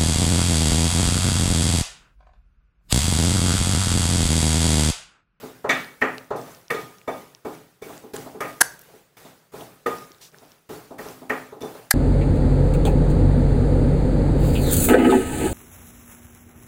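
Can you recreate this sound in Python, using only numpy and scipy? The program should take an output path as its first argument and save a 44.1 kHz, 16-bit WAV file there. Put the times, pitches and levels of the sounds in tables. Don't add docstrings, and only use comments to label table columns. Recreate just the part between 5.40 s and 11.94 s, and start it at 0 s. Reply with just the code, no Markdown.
import sys
import numpy as np
from scipy import signal
from scipy.fft import rfft, irfft
from scipy.io import wavfile
from scipy.ndimage import uniform_filter1d

SR = 44100
rng = np.random.default_rng(int(sys.argv[2]) if len(sys.argv) > 2 else 0)


def amplitude_ratio(level_db):
    exponent = np.asarray(level_db, float) / 20
    return 10 ** exponent


def unload_audio(sound):
    columns = np.transpose(np.atleast_2d(sound))
    steps = np.round(np.clip(columns, -1, 1) * 32767)
    wavfile.write(sys.argv[1], SR, steps.astype(np.int16))


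N = 288414


def at_hz(points, hz):
    point_hz, level_db = np.array(points)[:, 0], np.array(points)[:, 1]
    return np.interp(np.log(hz + 1), np.log(point_hz), level_db)


def colour(x, points):
    log_gain = at_hz(points, np.fft.rfftfreq(4096, 1 / SR)) * np.log(10) / 20
    cepstrum = irfft(log_gain)
    cepstrum[1:2048] *= 2
    cepstrum[2049:] = 0
    kernel = irfft(np.exp(rfft(cepstrum)))[:2048]
    return signal.fftconvolve(x, kernel / np.sqrt(np.sum(kernel ** 2)))[:N]


def noise(points):
    return colour(rng.standard_normal(N), points)


def marks(times, db):
    out = np.zeros(N)
    np.add.at(out, (np.asarray(times) * SR).astype(int), amplitude_ratio(db))
    return out


def ring(clicks, hz, t60):
    decay, turn = amplitude_ratio(-60 / (t60 * SR)), 2 * np.pi * hz / SR
    feedback = [1, -2 * decay * np.cos(turn), decay * decay]
    return signal.lfilter([0, np.sin(turn)], feedback, clicks + 1e-18)


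def struck(times, db, modes, spread_db, swell_s):
    luck = rng.standard_normal((len(times), len(modes)))
    out = 0
    for k, (hz, level_db, t60) in enumerate(modes):
        clicks = marks(times, db + level_db + spread_db * luck[:, k])
        out = out + ring(clicks, hz, t60) - ring(clicks, hz, swell_s)
    return out


def waver(rate_hz, depth_db):
    points = rng.standard_normal(400)
    return amplitude_ratio(depth_db * np.interp(np.arange(N) / SR * rate_hz, np.arange(400), points))


# (pitch_hz [Hz], t60_s [s])
ROOM_DECAY = [(100, 0.66), (260, 0.45), (700, 0.37), (1840, 0.38), (4850, 0.37), (12000, 0.21)]


def room(x, build_s, clump_db):
    t = np.arange(30000) / SR
    edges = 50 * 2 ** np.arange(0, 8.6, .5)
    early = 1 + 0.42 * np.exp(-t / 0.012)
    walls = rng.standard_normal(120)
    echo = 0
    for low, high in zip(edges, edges[1:]):
        band_filter = signal.butter(2, [low, high], "band", fs=SR, output="sos")
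        band = signal.sosfilt(band_filter, rng.standard_normal(len(t)))
        clumps = np.interp(t * 140, np.arange(120), .5 * walls + rng.standard_normal(120))
        t60 = at_hz(ROOM_DECAY, np.sqrt(low * high))
        echo = echo + band * amplitude_ratio(clump_db * clumps - 60 * t / t60) / np.sqrt(t60 * SR)
    return signal.fftconvolve(x, echo * (1 - np.exp(-t / build_s)) * early)[:N]


# (start_s [s], hiss_db while open [dB], hold_s [s], overshoot_db [dB])
OPENINGS = [(0.0, -53, 0.057, -3), (0.29, -50.5, 0.11, 9), (0.611, -58, 0.17, 10), (0.96, -55.5, 0.16, 2.5),
            (1.303, -51.5, 0.11, 15.5), (1.676, -55.5, 0.12, 3), (2.049, -56, 0.092, 2),
            (2.419, -54, 0.13, 0), (2.735, -51.5, 0.086, 7.5), (3.005, -51.5, 0.088, 11),
            (3.217, -51.5, 0.032, 13), (3.386, -62, 0.18, 1), (3.768, -58.5, 0.12, 2.5),
            (4.119, -53, 0.1, -10.5), (4.462, -51, 0.1, 10.5), (4.804, -62, 0.023, -1),
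            (4.922, -63.5, 0.2, -2), (5.29, -51, 0.044, -4), (5.582, -52, .12, 0.5),
            (5.894, -53.5, 0.093, 7), (6.206, -55.5, 0.17, 3)]


def gate():
    overshoot_s, closing_db_per_s, ajar_db, sinking_db_per_s, shut_db = .02, 110, -11, 20, -73
    dip_db, dip_s = -2.5, 0.0052
    t = np.arange(N) / SR
    start_s, open_db, hold_s, over_db = np.transpose(OPENINGS)
    k = np.maximum(np.searchsorted(start_s, t, side="right") - 1, 0)
    since = t - start_s[k]
    after = np.maximum(since - hold_s[k], 0)
    closing = amplitude_ratio(-closing_db_per_s * after) + amplitude_ratio(ajar_db - sinking_db_per_s * after)
    closing_db = 20 * np.log10(closing / (1 + amplitude_ratio(ajar_db)))
    level = open_db[k] + over_db[k] * np.exp(-since / overshoot_s) + closing_db
    until = np.append(start_s[1:], 99)[k] - t
    return uniform_filter1d(np.maximum(level, shut_db) + dip_db * np.exp(-until / dip_s), size=130)


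def mottle(x, depth_db):
    _, _, cells = signal.stft(x, nperseg=512)
    patches = uniform_filter1d(rng.standard_normal(cells.shape), size=3, axis=0)
    patches = uniform_filter1d(patches, size=5, axis=1)
    return signal.istft(cells * amplitude_ratio(depth_db * patches / patches.std()), nperseg=512)[1][:N]


# (pitch_hz [Hz], level_db [dB per Hz])
HUM = [(18, -47.5), (30, -7.5), (75, -9.5), (160, 5), (238, -8.5), (423, -1.5), (814, -7), (1060, -17.5),
       (1270, -9), (2710, -16.5), (9300, -27), (14500, -25.5), (15700, -27)]


def hiss():
    gate_db = gate()
    bright = [(300, -24.0), (1000, 8.0), (3000, 0), (9000, -1.0), (12000, -2), (14500, -0.5),
              (15700, 1.5), (16000, -52)]
    treble = amplitude_ratio(gate_db + 4) * noise(bright)
    hum = amplitude_ratio(0.96 * (gate_db + 60) - 54.0) * noise(HUM)
    return mottle(treble, depth_db=3.0) + hum


# (start_s [s], pad_db peak [dB], thud_db re pad [dB], claw_db re pad [dB], tip_db re pad [dB])
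POUNCES = [(0.245, -8.5, -10.5, -19.5, -25), (0.295, -10, -8, 7.5, 4), (0.618, -7, -8.5, 1.5, -14),
           (0.908, -8.5, -8.5, -21, -21.5), (1.303, -14.5, -11, 1, -38), (1.344, -20, -2, -22, -2.5),
           (1.678, -11, -10.5, -14, -41), (2.051, -16, -6, -27, -42), (2.419, -38, 9.5, -1, -21),
           (3.007, -14, -10.5, -3, -20), (3.771, -53, -2, 4, -2), (3.849, -32, -8, -29, -3),
           (4.208, -27, -5.5, -33, -6), (4.462, -11.5, -9.5, -8, -28), (5.295, -24, -3, -19, -11),
           (5.588, -21, -8, -9.5, -23), (5.899, -10.5, -9.5, -1.5, -18), (6.212, -28.5, 2, -13, -6.5)]
# (start_s [s], pad_db peak [dB], thud_db re pad [dB])
STEPS = [(0.03, -24, -4), (1.074, -31, -17.5), (2.494, -26, -3.5), (2.635, -32, -1), (2.737, -25, 1),
         (2.861, -24.5, -6), (2.944, -28, -1.5), (3.486, -40, -28), (3.534, -44, 1), (4.125, -50, -5.5),
         (4.137, -24.5, -3.5), (4.933, -43, -4), (5.018, -36, -7.5), (5.328, -28.5, -6.5), (5.508, -25, -4),
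         (5.658, -24.5, -4), (5.817, -28.5, -3.5), (6.123, -26, -3.5), (6.23, -19, -3.5),
         (6.349, -26, -14.5)]
# (pitch_hz [Hz], level_db [dB])
THUD = [(30, -45), (70, -30), (120, -6.5), (170, -5.5), (300, -0.5), (450, 7), (900, -36), (3000, -44),
        (10000, -65)]
PAD = [(200, -28.5), (420, 5.5), (650, 1.5), (1000, -5), (1500, -15.5), (3000, -53), (10000, -68)]
CLAW = [(700, -49.5), (1230, 3), (1500, -3), (1870, 7.5), (2100, -1), (2400, -2), (2900, -11),
        (3500, -20.5), (6000, -46)]
TIP = [(1800, -28), (2800, -8), (3600, 4.5), (5000, -10.5), (7000, -8.5), (11000, -27.5), (16000, -43.5)]
# (pitch_hz [Hz], level_db [dB], t60_s [s])
ROOM_MODES = [(115, -12, .5), (193, -9, .4), (259, 0, .45), (305, -2, .45), (525, -3, .4), (424, -5, .4),
              (650, -2, .35), (780, -5, .35), (826, -4, .35)]
# (pitch_hz [Hz], level_db [dB], t60_s [s])
TILE_MODES = [(1840, -2, 0.16), (1894, -2, 0.34), (2000, -4.5, 0.17), (2062, -7, 0.17)]


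def blows():
    soft = [(*step, -27.5, -17.5) for step in STEPS]
    s, pad_db, thud_db, claw_db, tip_db = np.transpose(sorted(POUNCES + soft))
    s = s - .003
    contact = colour(marks(s, pad_db + 14.5), PAD)
    contact += colour(marks(s, pad_db + thud_db + 20), THUD)
    contact += colour(marks(s, pad_db + claw_db + 12.5), CLAW)
    contact += colour(marks(s, pad_db + tip_db + 5.5), TIP)
    standing = struck(s, pad_db + thud_db - 15, ROOM_MODES, spread_db=3.0, swell_s=.03)
    spot = np.searchsorted(s, np.arange(N) / SR + .002) % 3
    wet = sum(room(contact * (spot == k), build_s=.003, clump_db=1.6) for k in range(3))
    tile = struck(s, pad_db + claw_db - 18.5, TILE_MODES, spread_db=1.5, swell_s=.015)
    through_floor = [(30, -11), (70, -2.5), (130, -4.5), (220, -10.5), (500, -42.5)]
    thump = colour(marks(s, pad_db + thud_db + 1.5), through_floor)
    rumble_cut = signal.butter(4, 44, "high", fs=SR, output="sos")
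    return signal.sosfilt(rumble_cut, thump + standing + tile + amplitude_ratio(15) * wet)


# (start_s [s], level_db of each of the four lower ring groups [dB])
RINGS = [(0.2924, -34, -48, -20, -29), (0.9737, -45, -32.5, -65, -55), (1.3037, -27, -24.5, -33.5, -39.5),
         (1.678, -35.5, -28, -41, -47.5), (2.0503, -50.5, -33, -50.5, -68),
         (2.4209, -62.5, -50, -50.5, -52.5), (3.0051, -32.5, -50.5, -39, -54.5),
         (3.7695, -61, -52.5, -59, -58), (4.4606, -25.5, -18.5, -56.5, -46.5),
         (5.897, -33, -38, -45.5, -51.5), (6.2123, -56.5, -39, -55, -43)]
# (pitch_hz [Hz], level_db [dB], t60_s [s])
DISH = [
    [(1229, 0, .5), (1241, -5, .38), (1270, -10, .25)],
    [(470, 0, .25), (382, -9, .3)],
    [(2252, 0, .4), (2262, -2, .4), (2390, -5, .15)],
    [(3527, 0, .36), (3545, -3, .3)],
    [(5911, 0, .2), (5980, -4, .15)],
]


def dish():
    s, *levels = np.transpose(RINGS)
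    levels.append(levels[-1] - 3)
    out = 0
    for db, modes in zip(levels, DISH):
        out = out + struck(s, db - 1, modes, spread_db=.7, swell_s=.012) * waver(45, 2.5)
    return out


# (start_s [s], level_db peak [dB], pitch_hz [Hz])
TICKS = [
    (0.4456, -31, 4600),
    (0.845, -43, 6100),
    (1.5844, -39, 5750),
    (1.9492, -30, 5560),
    (2.151, -39, 5660),
    (2.5785, -32.5, 7050),
    (3.3933, -49, 6440),
    (3.418, -53, 5800),
    (5.687, -29.5, 5850),
    (6.2218, -29.5, 5840),
]
# (start_s [s], level_db peak [dB], pitch_hz [Hz])
TAPS = [
    (0.7815, -33, 6060),
    (0.782, -25, 2900),
    (0.782, -29, 4500),
    (1.615, -36.5, 2500),
    (2.7658, -21, 7600),
    (4.209, -31, 3120),
    (4.706, -41, 330),
    (4.747, -44, 4040),
    (4.945, -35, 1600),
]


def ticks():
    s, db, hz = np.transpose(TICKS + TAPS + drive())
    broad = [(1500, -17), (2600, 4), (4000, 7), (5600, -15), (8000, -11), (14000, -10.5), (16000, -6)]
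    out = colour(marks(s, db + 3.5 - 20 * (hz < 2000)), broad)
    t = np.arange(600) / SR
    for at, gain, pitch in zip((s * SR).astype(int), amplitude_ratio(db + 7.5), hz):
        life = .00012 + .6 / pitch
        out[at:at + 600] += gain * np.sin(2 * np.pi * pitch * t) * t / life * np.exp(-t / life)
    return out


# (start_s [s], strong_ticks [count], level_db [dB], loss_db [dB per strong tick])
DRIVE_RUNS = [
    (1.015, 4, -35, -.4),
    (4.585, 5, -33, 1.2),
]


def drive():
    period_s, offbeat_s, pitch_hz, weak_db = .1335, .0655, 5600, -46.5
    strong, weak = [], []
    for s, count, db, loss_db in DRIVE_RUNS:
        for k in range(round(count)):
            strong.append((s + k * period_s, db - k * loss_db, pitch_hz))
            if k < round(count) - 1:
                weak.append((s + k * period_s + offbeat_s, weak_db, pitch_hz))
    return strong + weak


# (start_s [s], level_db peak [dB], length_s [s], body_db re peak [dB])
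SNAPS = [(2.7613, -28, 0.0033, -26), (3.2062, -29.5, 0.0056, -27), (3.209, -2.5, 0.0015, -13),
         (3.212, 1, 0.0023, -1), (3.2136, 4.5, 0.0033, -7.5), (3.217, -1, 0.0023, -30),
         (3.218, -12.5, 0.0024, -13), (6.5043, -36.5, 0.0052, -18), (6.5074, -14.5, .002, -4),
         (6.509, -0.5, 0.0049, -5), (6.5115, -3, 0.0026, -3), (6.5131, -24.5, 0.0098, -3)]
# (pitch_hz [Hz], level_db [dB per Hz])
SNAP = [(120, -58), (200, -28.5), (943, -3), (1270, -15.5), (1580, 0.5), (2250, -16.5), (3560, -23.5),
        (4620, -13.5), (6430, -12.5), (10600, -5.5), (16500, -35)]
LAST_SNAP = [(120, -57), (200, -44.5), (742, -12), (1130, -27), (1700, 2), (2500, -20.5), (3770, -25),
             (4530, -12.5), (8810, -17), (12300, -14), (14800, -21.5), (16500, -54)]
# (pitch_hz [Hz], level_db [dB], t60_s [s])
SNAP_MODES = [(900, -7, .22), (1541, 3, .4), (1585, -2, .34), (1696, -10, .2), (4549, -12, .3),
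              (4660, -9, .3), (4440, -11, .26), (4760, -13, .25), (7063, -17, .2), (10900, -14, .17)]
LAST_SNAP_MODES = [(745, -11, .1), (1690, 0, .2), (1760, -4, .15), (4600, -22, .15), (7400, -20, .12)]


def snaps():
    t = np.arange(N) / SR
    force = 0
    for s, db, length, _ in SNAPS:
        force = force + amplitude_ratio(db) * (t > s) * np.exp(-np.maximum(t - s, 0) / (0.61 * length))
    force = force * rng.standard_normal(N)
    crack = amplitude_ratio(-0.5) * (colour(force * (t < 5), SNAP) + colour(force * (t >= 5), LAST_SNAP))
    s, db, _, body_db = np.transpose(SNAPS)
    hit_db, first, last = db + body_db, s < 5, s > 5
    body = struck(s[first], hit_db[first] - 31, SNAP_MODES, spread_db=1.0, swell_s=.06) * waver(58, 4.0)
    body += struck(s[last], hit_db[last] - 25, LAST_SNAP_MODES, spread_db=1.0, swell_s=.012)
    answer = [(300, 2.5), (1600, 2.5), (2900, -8.5), (4500, -2), (12000, -1.5)]
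    tail = amplitude_ratio(-11) * room(colour(crack, answer) + 2.5 * body, build_s=0.008, clump_db=0.0)
    return crack + amplitude_ratio(-2.5) * body + tail


# (start_s [s], level_db peak [dB])
CRACKLES = [
    (3.3925, -30),
    (3.394, -33),
    (3.413, -35),
    (3.4155, -37),
    (3.4185, -31),
    (3.437, -38),
    (3.444, -40),
]
# (pitch_hz [Hz], level_db [dB])
CRACKLE = [(3000, -30), (6000, -8), (10000, -5), (14500, 0), (16800, -6)]


def crackles():
    s, db = np.transpose(CRACKLES)
    return colour(marks(s, db + 7.0), CRACKLE)


# (start_s [s], length_s [s], level_db [dB])
SCUFFS = [
    (4.81, 0.1, -46.5),
    (16, 0.1, -59),
    (4.6, 0.071, -56),
]


def scuffs():
    t = np.arange(N) / SR
    stroke = 0
    for s, length, db in SCUFFS:
        stroke = stroke + amplitude_ratio(db) * np.sin(np.pi * np.clip((t - s) / length, 0, 1) ** 0.41)
    return stroke * noise([(1500, -19.5), (2500, -10), (6000, -5.5), (9000, -12.5), (15000, -16.0)])


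FLINCHES = [
    3.2255,
    6.5245,
]


def scene():
    t = np.arange(N) / SR
    flinch_s, flinch_share = .0025, .8
    flinch = 1 - flinch_share * sum(np.exp(-((t - s) / flinch_s) ** 2) for s in FLINCHES)
    sources = hiss() + blows() + dish() + ticks() + snaps() + crackles() + scuffs()
    return (flinch * sources)[None]


def low_pass(x):
    return signal.sosfilt(signal.butter(12, 16990, fs=SR, output="sos"), x)


def record(dry):
    rounded = .66 * np.tanh(dry / .66)
    top_cut = signal.cheby2(12, 70, 17000, fs=SR, output="sos")
    mix = signal.sosfilt(top_cut, rounded)
    return low_pass(mix)


dry = scene()
out = record(dry)
unload_audio(out)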